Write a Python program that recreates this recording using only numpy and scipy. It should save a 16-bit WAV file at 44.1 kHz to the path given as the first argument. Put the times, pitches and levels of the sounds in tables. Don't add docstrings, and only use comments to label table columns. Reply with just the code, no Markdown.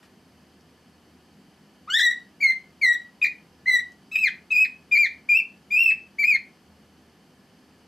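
import sys
import numpy as np
from scipy import signal
from scipy.io import wavfile

SR = 44100
rng = np.random.default_rng(int(sys.argv[2]) if len(sys.argv) > 2 else 0)


def volts_from_decibels(level):
    exponent = np.asarray(level, float) / 20
    return 10 ** exponent


def to_wav(sig):
    pcm = np.clip(np.atleast_2d(sig), -1, 1) * 32767
    pcm = np.round(pcm).astype(np.int16)
    wavfile.write(sys.argv[1], SR, pcm.T)


N = 347177


def cockatiel():
    # time_s, pitch_hz, whistle_rms_db
    tunes = [
        [(1.878, 1172, -41.5), (1.9, 1438, -32.5), (1.925, 1525, -35), (1.95, 1759, -20), (1.97, 1904, -23),
         (1.99, 2023, -21), (2.04, 1987, -12.5), (2.07, 1902, -12), (2.1, 1913, -27.5), (2.115, 1935, -18.5)],
        [(2.407, 2260, -34), (2.42, 2407, -29), (2.43, 2223, -18.5), (2.445, 2180, -10.5), (2.48, 2079, -9),
         (2.518, 2086, -22.5)],
        [(2.816, 2350, -30), (2.828, 2194, -20), (2.85, 2030, -9), (2.866, 1947, -16), (2.91, 1917, -12.5),
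         (2.947, 1934, -23)],
        [(3.218, 2513, -22), (3.224, 2505, -24.5), (3.228, 2470, -13.5), (3.246, 2425, -15.5),
         (3.258, 2530, -24.5), (3.273, 2437, -29.5)],
        [(3.661, 1970, -27), (3.672, 2046, -22.5), (3.685, 2089, -14), (3.7, 2012, -15.5), (3.718, 1975, -23.5),
         (3.748, 1995, -11.5), (3.765, 1935, -15), (3.785, 1924, -26.5), (3.798, 1982, -18.5)],
        [(4.118, 2570, -37), (4.134, 2620, -30), (4.153, 2515, -32.5), (4.16, 2531, -12), (4.181, 2565, -39.5),
         (4.19, 2641, -18.5), (4.204, 2616, -29), (4.222, 2617, -22.5), (4.234, 2480, -23.5),
         (4.239, 2447, -13), (4.247, 2380, -15), (4.251, 2207, -19.5), (4.27, 2047, -17.5), (4.284, 1604, -31)],
        [(4.507, 2562, -29), (4.524, 2588, -17.5), (4.532, 2473, -22.5), (4.565, 2457, -15),
         (4.597, 2537, -20.5), (4.628, 2579, -12.5), (4.647, 2492, -18.5), (4.652, 2000, -28)],
        [(4.915, 2455, -29), (4.926, 2436, -16), (4.945, 2382, -20), (4.98, 2429, -15.5), (5.003, 2383, -14),
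         (5.028, 2369, -16.5), (5.037, 2230, -15.5), (5.048, 2113, -16.5), (5.062, 1800, -29.5)],
        [(5.291, 2394, -22), (5.306, 2420, -17.5), (5.332, 2370, -15), (5.345, 2484, -18), (5.36, 2592, -16.5),
         (5.377, 2730, -11), (5.395, 2607, -25), (5.404, 2393, -24)],
        [(5.708, 2370, -35), (5.73, 2455, -20.5), (5.748, 2410, -17.5), (5.77, 2557, -18.5), (5.806, 2741, -13),
         (5.83, 2723, -8.5), (5.848, 2700, -21), (5.866, 2643, -7), (5.904, 2558, -13.5), (5.91, 2000, -29)],
        [(6.187, 2220, -28.5), (6.2, 2350, -23), (6.225, 2320, -26.5), (6.25, 2418, -13.5),
         (6.265, 2467, -25.5), (6.285, 2523, -17), (6.305, 2468, -16), (6.338, 2165, -21.5), (6.357, 2106, -18)],
    ]
    beaks = [(0.029, 13, 13.5, 3.5, 0.5), (.004, 5, -0.5, -1.5, -1), (.004, 3, -0.5, 2, 3),
             (.008, -5, 2, 6, -4.5), (.008, -11, 6.5, -2, 1.5), (.004, 5, 2.5, 5, -8.5),
             (0.012, -1.5, 4, -0.5, -3.5), (.008, -2, 2.5, 2.5, -6.5), (0.0037, -1, -2.5, -3.5, -3.5),
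             (.006, 0.5, -3.5, -2.5, 3.5), (.006, 3.5, 0.5, 0.5, -3.5)]
    dives_hz = [1582, 1650, 1624, 2000, 1670, 1380, 1507, 1490, 2200, 1480, 1450]
    out = np.zeros(N)
    for tune, beak, dive_hz in zip(tunes, beaks, dives_hz):
        start, sound = chirp(tune, beak, dive_hz)
        out[start:start + len(sound)] += sound
    return out


def chirp(tune, beak, dive_hz):
    waver_share, waver_hz, breath_db = 0.0059, 59.6, -30.5
    jitter_share = 0.17
    t, pitch_hz, level_db, bright_db, dull_db = controls(tune, beak, dive_hz)
    pitch_hz, rasp = catch_whistle(t, pitch_hz)
    waver = waver_share * drift(waver_hz, len(t))
    jitter = jitter_share * rasp * drift(330, len(t))
    pitch_hz = pitch_hz * (1 + waver + jitter)
    phase = 2 * np.pi * np.cumsum(pitch_hz) / SR
    tone = np.sin(phase) + overtones(phase, pitch_hz, bright_db, dull_db, beak[-1])
    tone += half_pitch(t, phase)
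    tone *= 1 + (volts_from_decibels(breath_db) + rasp) * drift(270, len(t))
    return round(t[0] * SR), np.sqrt(2) * volts_from_decibels(level_db) * tone


def controls(tune, beak, dive_hz):
    attack_s, scoop_share, fall_s, silent_db = 0.0041, 0.12, 0.01, -52
    bloom_s, pure_db = 0.004, -28
    steadiness = 0.17
    fall_dull_db, steep_hz_per_s = -5, 60000
    time_s, hz, db = np.transpose(tune)
    onset_s, *opening_db, _ = beak
    knots_s = np.r_[time_s.min() - attack_s, np.sort(time_s), time_s.max() + fall_s]
    t = np.arange(int(knots_s[0] * SR), int(knots_s[-1] * SR)) / SR
    pitch_hz = np.interp(t, knots_s, np.r_[hz[0] * (1 - scoop_share), hz, dive_hz])
    level_db = np.interp(t, knots_s, np.r_[silent_db, db, silent_db])

    opening_s = np.linspace(knots_s[0], knots_s[-1], len(opening_db))
    swing_db = np.interp(t, knots_s[1:-1], db) - db.mean()
    bright_db = np.interp(t, opening_s, opening_db) - steadiness * swing_db
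    bright_db += pure_db * np.clip((knots_s[0] + onset_s - t) / bloom_s, 0, 1)

    fall_hz_per_s = -np.gradient(pitch_hz) * SR
    dull_db = fall_dull_db * np.clip(fall_hz_per_s / steep_hz_per_s, 0, 1)
    return t, pitch_hz, level_db, bright_db, dull_db


def catch_whistle(t, pitch_hz):
    # time_s, pitch_sag_share, half_width_s, rasp_db (against the whistle)
    catches = [(1.979, .09, .004, -32), (2.0, .19, .0045, -24), (2.0205, .11, .004, -32),
               (3.2495, .22, .002, -22), (3.264, .22, .0035, -18), (4.158, .02, .005, -17),
               (4.59, .01, .005, -30), (4.957, .08, .003, -27), (4.972, .1, .004, -24),
               (6.236, .12, .005, -22)]
    rasp = np.zeros(len(t))
    for at_s, sag, half_width_s, rasp_db in catches:
        catch = bell(t, at_s, half_width_s)
        pitch_hz = pitch_hz * (1 - sag * catch)
        rasp += volts_from_decibels(rasp_db) * catch
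    return pitch_hz, rasp


def overtones(phase, pitch_hz, bright_db, dull_db, fourth_db):
    # freq_hz, level_db (against the whistle)
    throat = [(2400, -6.5), (3600, -11.5), (4300, -18), (5000, -28), (6000, -32), (7600, -31.5),
              (8200, -39), (9100, -48.5), (10200, -49.5), (11500, -41.5), (13000, -42.5), (14800, -30),
              (16000, -59)]
    # multiple, level_db
    orders = [(2, -0.8), (3, 0.14), (4, 2), (5, 5.5), (6, -3.5), (7, -7.5), (12, -10)]
    out = np.zeros(len(phase))
    for k in range(2, 13):
        db = log_interp(throat, k * pitch_hz) + log_interp(orders, k)
        db = db + bright_db + (k - 2) * dull_db + flicker_db(len(phase))
        if k == 4:
            db = db + fourth_db
        audible = k * pitch_hz < 0.4 * SR
        out += volts_from_decibels(db) * audible * np.sin(k * phase)
    return out


def half_pitch(t, phase):
    # time_s, half_width_s, half_pitch_db (against the whistle)
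    doublings = [(1.896, 0.0055, -15), (1.925, .015, -32), (1.999, .003, -27), (2.816, .004, -39.5),
                 (3.217, 0.003, -19.5), (3.26, 0.0075, -34.5), (3.657, .003, -27), (4.12, 0.0072, -13),
                 (4.17, .035, -26), (4.506, 0.0078, -17), (4.652, 0.00164, -27.5), (4.913, 0.0046, -23.5),
                 (5.708, 0.0091, -24), (5.912, 0.002, -18.5), (6.365, 0.0074, -26.5)]
    # multiple, level_db (against the half-pitch level)
    half_lines = [(.5, -17.0), (1.5, 0.0), (2.5, -15), (3.5, -28), (4.5, -22.0)]
    half = volts_from_decibels(-54.5)
    for at_s, half_width_s, db in doublings:
        half = half + volts_from_decibels(db) * bell(t, at_s, half_width_s)
    out = np.zeros(len(t))
    for multiple, db in half_lines:
        out += half * volts_from_decibels(db + flicker_db(len(t))) * np.sin(multiple * phase)
    return out


def flicker_db(size):
    return 2 * drift(70, size)


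def feet():
    # start_s, peak_db, ring_hz, noise_t60_s
    steps = [(0.028, -48, 1370, 0.24), (.609, -55, 5100, 0.034), (3.919, -51, 5560, 0.035)]
    out, t = np.zeros(N), np.arange(SR // 6) / SR
    for start_s, peak_db, ring_hz, t60_s in steps:
        scuff = rng.standard_normal(len(t)) * volts_from_decibels(-60 * t / t60_s)
        tick = resonance(scuff, ring_hz, width_hz=1200)
        start = int(start_s * SR)
        out[start:start + len(t)] += volts_from_decibels(peak_db) * tick / np.abs(tick).max()
    return out


def room(x):
    # delay_s, left_db, right_db
    echoes = [(.0017, -9.5, -19), (.0043, -11.5, -18), (.0079, -12, -9.5), (0.0117, -8.5, -13),
              (0.018, -27, -20), (.0236, -22, -21.5)]
    # freq_hz, t60_s
    decay = [(1000, .34), (2500, 0.25), (6000, 0.24), (14000, 0.15)]
    tail_db, side_db, onset_s = -7.5, -16.5, 0.0064
    t = np.arange(SR // 2) / SR
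    tail = 0
    for hz, noise in octave_bands(rng.standard_normal((2, 2, len(t))), steps=2):
        t60_s = log_interp(decay, hz)
        unit_energy = np.sqrt(6 * np.log(10) / (t60_s * SR))
        tail = tail + noise * volts_from_decibels(-60 * t / t60_s) * unit_energy
    mid, side = tail * (1 - np.exp(-t / onset_s))
    response = volts_from_decibels(tail_db) * (mid + volts_from_decibels(side_db) * side * [[1], [-1]])
    response[:, 0] += 1
    for delay_s, left_db, right_db in echoes:
        response[:, int(delay_s * SR)] += volts_from_decibels([left_db, right_db])
    return signal.fftconvolve(x[None], response, axes=1)[:, :N]


def fan():
    # freq_hz, density_db (per Hz)
    spectrum = [(12, -55), (20, -18), (47, -25), (66, -9), (133, -6), (202, 0), (282, -2), (748, -15.5),
                (885, -13), (989, -14.5), (3010, -21), (3980, -27), (4580, -25.5), (14000, -34),
                (15600, -48)]
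    # freq_hz, likeness (0 to 1)
    likeness = [(60, 0.82), (180, 1), (550, 0.94), (1650, 0.86), (4970, 0.6), (15000, 1.0)]
    # freq_hz, width_hz (of each of two cascaded peaks), rms_db
    tones = [(78.86, 5, -70.5), (162.2, 11, -68.5), (198.6, 20, -64), (251, 3.9, -68.5), (344, 10, -80.5),
             (734, 140, -72.5), (1732, 48, -76), (2990, 470, -73.5), (4480, 210, -74.5), (4800, 130, -78.5),
             (5140, 150, -78), (6040, 180, -81.5), (10500, 90, -95.5)]
    noise = 0
    for hz, (mid, side) in octave_bands(rng.standard_normal((2, 2, N)), steps=3):
        alike = np.clip(log_interp(likeness, hz), 0, 1)
        stereo = np.sqrt(1 + alike) * mid + np.sqrt(1 - alike) * side * [[1], [-1]]
        noise = noise + volts_from_decibels(log_interp(spectrum, hz)) * stereo
    out = volts_from_decibels(-57.5) * rms_one(noise)
    white = rng.standard_normal(N)
    for hz, width_hz, db in tones:
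        tone = resonance(resonance(white, hz, width_hz), hz, width_hz)
        out = out + volts_from_decibels(db) * rms_one(tone)
    return out


def bell(t, at_s, half_width_s):
    return np.exp(-0.5 * ((t - at_s) / half_width_s) ** 2)


def rms_one(x):
    return x / np.sqrt(np.mean(x ** 2) + 1e-20)


def log_interp(points, x):
    xs, ys = np.transpose(points)
    return np.interp(np.log(x), np.log(xs), ys)


def drift(rate_hz, size):
    r = np.exp(-2 * np.pi * rate_hz / SR)
    settle = 4000
    slow = signal.lfilter([1], [1, -2 * r, r * r], rng.standard_normal(size + settle))
    return rms_one(slow[settle:])


def resonance(x, hz, width_hz):
    r = np.exp(-np.pi * width_hz / SR)
    poles = [1, -2 * r * np.cos(2 * np.pi * hz / SR), r * r]
    return signal.lfilter([(1 - r * r) / 2, 0, (r * r - 1) / 2], poles, x)


def octave_bands(white, steps):
    edges_hz = 20 * 2 ** (np.arange(10 * steps) / steps)
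    for k, (low, high) in enumerate(zip(edges_hz, edges_hz[1:])):
        band = signal.butter(2, [low, high], "band", fs=SR, output="sos")
        yield np.sqrt(low * high), signal.sosfilt(band, white[k % 2])


def limiter(x):
    limit_db, attack_s, release_db_per_s = -11, 0.001, 200
    peak_db = 20 * np.log10(np.abs(x).max(axis=0) + 1e-9)
    over_db = np.maximum(peak_db - limit_db, 0)
    ramp_db = release_db_per_s * np.arange(N) / SR
    held_db = np.maximum.accumulate(over_db + ramp_db) - ramp_db
    r = np.exp(-1 / (attack_s * SR))
    return x * volts_from_decibels(-signal.lfilter([1 - r], [1, -r], held_db))


def scene():
    pan_db = 1.05
    bird = room(cockatiel() + feet()) * volts_from_decibels([[pan_db / 2], [-pan_db / 2]])
    return bird + fan()


def top_cut(x):
    return signal.sosfilt(signal.butter(12, 15750, fs=SR, output="sos"), x)


def record(dry):
    low_pass = signal.cheby2(12, 60, 15750, fs=SR, output="sos")
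    mix = signal.sosfilt(low_pass, limiter(dry))
    return top_cut(mix)


dry = scene()
out = record(dry)
to_wav(out)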